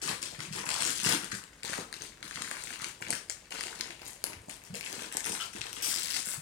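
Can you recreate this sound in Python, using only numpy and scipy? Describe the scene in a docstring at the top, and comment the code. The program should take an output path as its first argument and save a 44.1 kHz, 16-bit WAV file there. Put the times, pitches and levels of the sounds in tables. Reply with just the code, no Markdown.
"""Two hands open a plastic snack packet close to the left port of a phone, in a small, bare room.
From the first grip, fine creases buckle in swarms of tiny clicks and broad folds crackle lower. The firmest
pull comes at about one second, and a panel thumps. Softer rummaging follows, with panels flapping and single
creases snapping loudly. In the last second the film sticks and slips over skin, and the hands grip again.
Throughout, the table mirrors the packet and the walls return a short bright ring over a faint low rumble."""
import sys
import numpy as np
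from scipy import signal
from scipy.fft import rfft, irfft
from scipy.io import wavfile
from scipy.ndimage import uniform_filter1d, map_coordinates

SR = 44100
rng = np.random.default_rng(int(sys.argv[2]) if len(sys.argv) > 2 else 0)


def digitize_waveform(pressure):
    """Quantize a signal to 16-bit integers and store it at the path in sys.argv[1].

    Rows of a 2-D input are taken as channels; values are limited to [-1, 1].
    """
    field = np.atleast_2d(pressure).T
    bounded = np.clip(field, -1, 1)
    quanta = np.round(bounded * 32767).astype(np.int16)
    wavfile.write(sys.argv[1], SR, quanta)


N = 282681
TIME = np.arange(N) / SR
CLICK_GAIN = np.sqrt(.002 * SR)  # turns an rms level over 2 ms into a click size

# The film as it tightens and slackens. Each row: time in seconds, ring of the fine facets in Hz,
# spread of click sizes in dB (from even hiss to separate crackles), lift of the panels from slack in dB.
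FILM_STATE = [(0, 5000, -0.5, 0), (.7, 5260, 7.5, 0.5), (1.12, 5750, 4, -0.5), (1.35, 5150, 7.5, -5.5),
              (1.9, 5450, 6, 5.5), (2.6, 5650, 5.5, -7), (3.15, 5400, 7.5, -1), (3.7, 4930, 7.5, -1),
              (4.2, 7050, 8.5, 2), (4.9, 6230, 6, 0.5), (5.65, 5900, 10.5, 2.5), (5.85, 7600, -1, -6),
              (6.15, 5200, 4.5, -6), (6.3, 9350, 7.5, -6)]
# The packet as it is moved and opened. Each row: time in seconds, hollow ring in Hz,
# delay of the bounce off the table in ms.
PACKET_STATE = [(1.2, 1660, 0.4), (1.75, 1690, 0.46), (2.5, 1920, 0.46), (3.2, 2040, 0.41),
                (3.7, 2430, 0.43), (4.4, 2320, 0.45), (5, 2340, 0.352), (5.65, 2680, .34), (6.1, 2220, .39)]


def undb(db):
    """Decibels to gain."""
    return 10 ** (np.asarray(db) / 20)


def unit(x):
    """Scale to rms 1."""
    return x / np.sqrt(np.mean(x ** 2))


def curves(table):
    """Each column after the first as a curve over time."""
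    times, *columns = np.transpose(table)
    return [np.interp(TIME, times, column) for column in columns]


def colour(x, eq, size=8192):
    """Minimum-phase EQ through (Hz, dB) points."""
    hz, db = np.transpose(eq)
    log_hz = np.log(np.fft.rfftfreq(size, 1 / SR) + 1)
    cepstrum = irfft(np.log(undb(np.interp(log_hz, np.log(hz), db))))
    cepstrum[1:size // 2] *= 2
    cepstrum[size // 2 + 1:] = 0
    return signal.oaconvolve(x, irfft(np.exp(rfft(cepstrum))))[:N]


def clicks(times, sizes, hz, cycles, q, front=0, samples=256):
    """Each buckle is a burst of a few cycles that rings its own facet; its energy is its size squared."""
    t = np.arange(samples) / SR
    bursts = rng.standard_normal((len(times), samples)) * np.exp(-t * hz[:, None] / cycles)
    bursts[:, 0] += front  # a clean flip starts with one hard pulse
    ratio = (np.fft.rfftfreq(2 * samples, 1 / SR) + 1) / hz[:, None]
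    waves = irfft(rfft(bursts, 2 * samples) / (1 + 1j * q * (ratio - 1 / ratio)))
    waves *= (sizes / np.linalg.norm(waves, axis=1))[:, None]
    places = (times * SR).astype(int)[:, None] + np.arange(2 * samples)
    return np.bincount(np.abs(places).ravel(), waves.ravel(), N)[:N]


def room_tone(level_db=-60.5):
    """The air of the room: a faint, steady bed of rumble with a trace of hiss."""
    # Tone of the air. Each row: frequency in Hz, gain in dB.
    air_eq = [(28, -21), (42, 7.5), (70, 0), (140, -2), (700, -11.5), (8000, -19.5), (15000, -32)]
    return undb(level_db) * unit(colour(rng.standard_normal(N), air_eq))


def room(x, low_t60=0.33, high_t60=0.3, build_s=0.0046, spot_count=8):
    """Near reflections and a diffuse ring whose treble dies sooner; each spot has its own echoes."""
    # Slaps off near surfaces. Each row: mean delay in seconds, level in dB.
    reflections = [(.0017, -8), (.0067, -11), (.0087, -14.5), (0.0283, -9)]
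    # Tone of the walls. Each row: frequency in Hz, gain in dB.
    wall_eq = [(100, -2.4), (1200, 0.48), (9000, 1), (16000, -1.5)]
    t = TIME[:SR // 2]
    crossover = signal.butter(2, 4000, fs=SR, output="sos")
    dwell = SR // 80  # samples between hops from spot to spot on the packet
    spots = np.repeat(rng.integers(0, spot_count, N // dwell + 1), dwell)[:N]
    out = np.zeros(N)
    for spot in range(spot_count):
        noise = rng.standard_normal(len(t))
        lows = signal.sosfiltfilt(crossover, noise)
        tail = lows * 1000 ** (-t / low_t60) + (noise - lows) * 1000 ** (-t / high_t60)
        tail *= 1 - np.exp(-t / build_s)
        response = tail / np.linalg.norm(tail)
        for delay, db in reflections:
            response[int(delay * rng.uniform(.85, 1.15) * SR)] += undb(db)
        send = np.sin(np.pi / 2 * uniform_filter1d(1. * (spots == spot), dwell))
        out += signal.fftconvolve(x * send, response)[:N]
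    return colour(out, wall_eq)


def table_bounce(x, bounce=0.6):
    """The table mirrors the packet a moment later: a hollow comb colour that shifts as it moves."""
    delay_s = curves(PACKET_STATE)[1] / 1000
    mirrored = map_coordinates(x, [(TIME - delay_s) * SR], order=3)
    return (x + bounce * mirrored) / np.hypot(1, bounce)


def thumps(swell_cycles=1.25, waver=.15):
    """A panel pops through and pumps the packet's air for a few cycles, wavering as the sides give."""
    # Panel pops. Each row: start in seconds, envelope peak in dB, centre pitch in Hz.
    pops = [(0.384, -44.5, 141), (0.479, -47.5, 130), (.506, -40, 151), (1.138, -32.5, 278),
            (1.337, -45.5, 161), (2.353, -50, 146.5), (3.096, -43, 242), (4.357, -50.5, 92),
            (4.699, -41, 154), (4.728, -43.5, 174), (5.586, -48, 138), (6.375, -45, 137)]
    out = np.zeros(N)
    for start, db, hz in pops:
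        give = np.interp(TIME - start, np.arange(20) / hz, rng.standard_normal(20))
        turns = np.cumsum(hz * (1 + waver * give) * (TIME > start)) / SR
        swell = turns / swell_cycles * np.exp(1 - turns / swell_cycles)
        out += undb(db) * swell * np.sin(2 * np.pi * turns)
    return out


def rubs(jitter=0.22, scatter_db=1.3, low_ring_db=1.0, low_cut_hz=1250):
    """Film sticks and slips over skin; each slip rings two resonances, with little bass radiated."""
    # Drags over skin. Each row: start in seconds, length in seconds, relative slip level in dB,
    # slips per second, low ring in Hz, high ring in Hz, sharpness as Q.
    drags = [(5.4, .031, -37.5, 525, 1380, 3080, 19), (5.823, 0.11, -34, 426, 5150, 8000, 2),
             (5.942, .16, -30.5, 84, 4050, 6640, 2.6), (6.104, .075, -32, 148, 4250, 5100, 2.9),
             (6.248, 0.105, -38.5, 110, 7200, 8660, 9.7)]
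    out = np.zeros(N)
    for start, length, db, rate, low_hz, high_hz, q in drags:
        gaps, strength = rng.standard_normal((2, 64))
        age = np.cumsum(1 + jitter * gaps) / rate
        sliding = age < length
        times = start + age[sliding] - age[0]
        sizes = undb(db + scatter_db * strength[sliding]) * CLICK_GAIN
        for hz, gain in ((low_hz, undb(low_ring_db)), (high_hz, 1)):
            out += clicks(times, gain * sizes, np.full(len(sizes), hz), cycles=1.4, q=q)
    return signal.sosfilt(signal.butter(2, low_cut_hz, "high", fs=SR, output="sos"), out)


def hands(attack_s=0.013, hold_slope_db=-1.5, release_s=0.026, crease_db=-2.5, fold_db=-7):
    """Envelopes for creases and folds: a grip takes hold, fades a little, lets go; the firmest leads."""
    # The fingers close on the film. Each row: start in seconds, length in seconds, strength in dB,
    # depth in dB (how far the broad folds join the fine creases).
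    grips = [(0.008, 0.085, -34.5, -3.5), (0.06, 0.057, -32, -0.5), (0.213, 0.034, -34, -4.5),
             (0.3, 0.05, -46.5, 3), (0.38, 0.069, -41.5, 0.5), (0.513, 0.31, -38.5, 2),
             (0.665, 0.12, -33.5, -0.5), (0.794, 0.11, -29.5, -6), (0.941, 0.18, -34, -12),
             (1.009, 0.053, -27.5, -7.5), (1.041, 0.093, -26, -1), (1.171, 0.086, -44.5, 6),
             (1.296, 0.055, -37.5, 4), (1.631, 0.097, -37, -1.5), (1.715, 0.075, -38.5, 3.5),
             (1.929, 0.043, -47, -6), (1.99, 0.075, -44.5, -2), (2.204, 0.19, -46.5, 0.5),
             (2.332, 0.41, -43.5, 4), (2.784, 0.093, -40, 2), (3.001, 0.0097, -40.5, 7.5),
             (3.06, 0.07, -39, 4.5), (3.112, 0.034, -35.5, -11), (3.284, 0.026, -42, -8),
             (3.501, 0.17, -41, 2), (3.69, 0.22, -46.5, 4), (3.98, .09, -56.5, 12), (4.044, 0.067, -42, -6),
             (4.252, 0.076, -50, 8.5), (4.459, 0.035, -50.5, 12.5), (4.48, 0.04, -42, -15),
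             (4.633, 0.033, -51, 4.5), (4.727, 0.029, -36.5, -1.5), (4.826, 0.23, -42.5, 3),
             (5.108, 0.079, -42.5, 5), (5.236, 0.11, -34, -1), (5.382, 0.063, -38, -2),
             (5.514, 0.18, -43, 1.5), (5.731, 0.079, -43, 4), (5.815, 0.17, -36, -0.5),
             (5.99, 0.13, -38, -4), (6.126, 0.074, -33, -4), (6.247, 0.087, -34.5, -4.5)]
    creases, folds = undb(-60.5), undb(-54.5)  # the packet stirs in the hands between grips
    for start, length, db, depth_db in grips:
        age = TIME - start
        attack = np.clip(age / attack_s, 0, 1)
        hold = undb(hold_slope_db * (np.clip(age / length, 0, 1) - 0.5))
        release = np.exp(-np.maximum(age - length, 0) / release_s)
        grip = undb(db) * attack * hold * release
        creases = np.maximum(creases, grip)
        folds = np.maximum(folds, grip * undb(depth_db))
    return creases * undb(crease_db), folds * undb(fold_db)


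def swarm(count, hz, spread_db, eq, scatter, cycles, q, levelling_s=0.043):
    """Creases give way at random, many small and few large, levelled to a steady mean power."""
    onsets = rng.integers(0, N, count)
    sizes = undb(spread_db[onsets] * np.minimum(rng.exponential(size=count), 4))
    facets_hz = hz[onsets] * np.exp(scatter * rng.standard_normal(count))
    crackle = unit(colour(clicks(onsets / SR, sizes, facets_hz, cycles, q, front=2.5), eq))
    span = int(levelling_s * SR)
    power = uniform_filter1d(uniform_filter1d(crackle ** 2, span), span)
    return crackle / np.sqrt(np.abs(power) + 1e-4)


def crinkle(panel_db=-4.5):
    """Fine creases, broad folds and whole panels buckle in swarms; slack panels flap with the folds."""
    # Tones of the crisp creases, mid-range folds and dull panels. Each row: frequency in Hz, gain in dB.
    crease_eq = [(300, -6), (1500, -1), (3000, -4), (6000, -5.5), (9200, -2), (11000, -9), (15000, -16)]
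    fold_eq = [(200, -13), (800, -4.5), (1500, 3), (2600, -1.5), (3500, -2.5), (9000, -13)]
    panel_eq = [(30, -26.5), (100, -3.5), (230, -0.5), (430, 1), (650, -4.5), (1000, 4), (3000, -84)]
    crease_work, fold_work = hands()
    facet_hz, spread_db, slack_db = curves(FILM_STATE)
    hollow_hz = curves(PACKET_STATE)[0]
    panel_hz = 0.16 * hollow_hz  # far below the hollow, rising with it as the packet is pulled taut
    creases = swarm(1600, facet_hz, spread_db - 4.0, crease_eq, scatter=0.29, cycles=2.95, q=1.39)
    folds = swarm(750, hollow_hz, spread_db + 1.5, fold_eq, scatter=0.31, cycles=1.08, q=1.54)
    panels = swarm(1000, panel_hz, spread_db + 0.5, panel_eq, scatter=0.51, cycles=0.88, q=0.67)
    return creases * crease_work + (folds + panels * undb(panel_db + slack_db)) * fold_work


def snaps(sheet_hz=4600, ridge_ratio=1.62, hollow_db=3.5, sheet_db=2, tick_db=3.0, scatter=0.076):
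    """Stiff creases flip over, ringing the hollow packet, the sheet and the sharp ridge itself."""
    # Loud single creases. Each row: start in seconds, then relative levels in dB of the hollow ring,
    # the sheet's ring and the ridge's crisp tick.
    flips = [(0.0274, -43, -34, -34), (0.228, -57, -30, -26), (0.4047, -32, -31.5, -34),
             (0.534, -48, -38, -35), (0.6907, -26, -32, -21), (0.742, -38, -28.0, -21.5),
             (0.8221, -25, -42, -18), (1.0934, -29, -34, -15), (1.2446, -44, -33, -28.5),
             (1.341, -36, -39, -44), (1.4387, -41.5, -44, -39), (1.633, -36, -31.5, -34),
             (1.7326, -26, -48, -35), (1.9273, -34.5, -32.5, -32), (1.9405, -38, -30, -50),
             (2.0203, -40, -30.5, -43), (2.228, -43, -31, -52), (2.3102, -31.5, -42, -56),
             (2.358, -39, -26.5, -44), (2.4187, -30, -50, -47.5), (2.4214, -44, -26, -29.5),
             (2.5126, -28, -42, -27.5), (2.6379, -40, -44, -28), (2.705, -32, -50, -35),
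             (2.7358, -38, -35, -42), (2.758, -38, -43, -36), (2.8438, -30, -26, -38),
             (3.0187, -48, -58, -36), (3.0232, -29.5, -56, -34), (3.1053, -34, -27, -15.5),
             (3.127, -27, -25, -28), (3.2982, -35.5, -48, -22.5), (3.3032, -36, -31.5, -30),
             (3.5235, -29.5, -50, -53), (3.609, -28, -31, -30), (3.6364, -30, -46, -32),
             (3.6692, -47, -30, -35), (3.8095, -37, -20, -30), (3.9059, -33, -51, -51),
             (4.2404, -46, -26.5, -12.5), (4.3323, -37.5, -40, -44), (4.4981, -37, -38, -41),
             (4.567, -61, -51, -38), (4.6382, -51, -49, -36), (4.8097, -31, -39, -29),
             (4.829, -37, -41, -45), (4.8628, -32, -44, -44), (4.9278, -50, -29.5, -27),
             (5.022, -46, -31, -29), (5.1254, -36, -48, -26), (5.17, -39, -26, -17.5),
             (5.2056, -31, -33, -30), (5.2434, -35, -29, -29), (5.2537, -36, -27, -28),
             (5.3211, -32, -43, -25.5), (5.6152, -24.5, -51, -45), (5.73, -40, -35.5, -24),
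             (6.1649, -27, -27, -36)]
    # Tone of the snaps. Each row: frequency in Hz, gain in dB.
    snap_eq = [(400, -3), (1500, -3), (9300, -4), (11000, -13), (15000, -19)]
    times, *levels = np.transpose(flips)
    hollow, sheet, tick = undb(levels) * CLICK_GAIN
    detune = np.exp(scatter * rng.standard_normal((len(times), 3))).T
    hollow_hz = np.interp(times, TIME, curves(PACKET_STATE)[0])
    ridge_hz = ridge_ratio * np.interp(times, TIME, curves(FILM_STATE)[0])  # tauter film is brighter
    out = clicks(times, hollow * undb(hollow_db), hollow_hz * detune[0], cycles=2.6, q=1.8, front=2.4)
    out += clicks(times, sheet * undb(sheet_db), sheet_hz * detune[1], cycles=3.5, q=1.8, front=2.1)
    out += clicks(times, tick * undb(tick_db), ridge_hz * detune[2], cycles=3.6, q=2.9, front=2.0)
    # a sharp flip also knocks the panel around it, softer and lower
    out += clicks(times, tick * undb(-16), 0.29 * hollow_hz, cycles=0.69, q=0.91, front=1.7)
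    return colour(out, snap_eq)


def scene(port_lag_s=.00059, sway_s=.00007, shared_bass_hz=520, crack_send_db=-5.0):
    """The packet faces the left port; the phone's body shades the right one."""
    # Shading of direct sound and of room sound on the right. Each row: frequency in Hz, gain in dB.
    far_eq = [(300, 2), (1200, -1.5), (2400, -10.5), (4400, -11), (15000, -7.5)]
    far_room_eq = [(700, -2.5), (1400, -8.5), (2500, -8.5), (4400, -16), (15000, -7)]
    rustle = crinkle() + thumps()
    cracks = snaps() + rubs()
    packet = rustle + cracks
    # the lag between the ports shifts as different parts of the packet sound
    sway = np.interp(TIME, np.linspace(0, TIME[-1], 20), rng.standard_normal(20))
    lag_s = port_lag_s + sway_s * sway
    far = colour(map_coordinates(packet, [(TIME - lag_s) * SR], order=3), far_eq)
    # the loudest creases and the slips face the phone, so the walls get less of them
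    to_walls = rustle + undb(crack_send_db) * cracks
    left_room, right_room = room(to_walls), room(to_walls)
    # long waves reach both ports alike
    bass = signal.butter(2, shared_bass_hz, fs=SR, output="sos")
    right_room += signal.sosfiltfilt(bass, left_room - right_room)
    left = table_bounce(packet) + left_room
    right = far + colour(right_room, far_room_eq)
    return np.array([left, right]) + room_tone()


def record(dry):
    """The phone cuts the top above 16 kHz."""
    return signal.sosfilt(signal.ellip(8, .2, 70, 16000, fs=SR, output="sos"), dry)


dry = scene()
out = record(dry)
digitize_waveform(out)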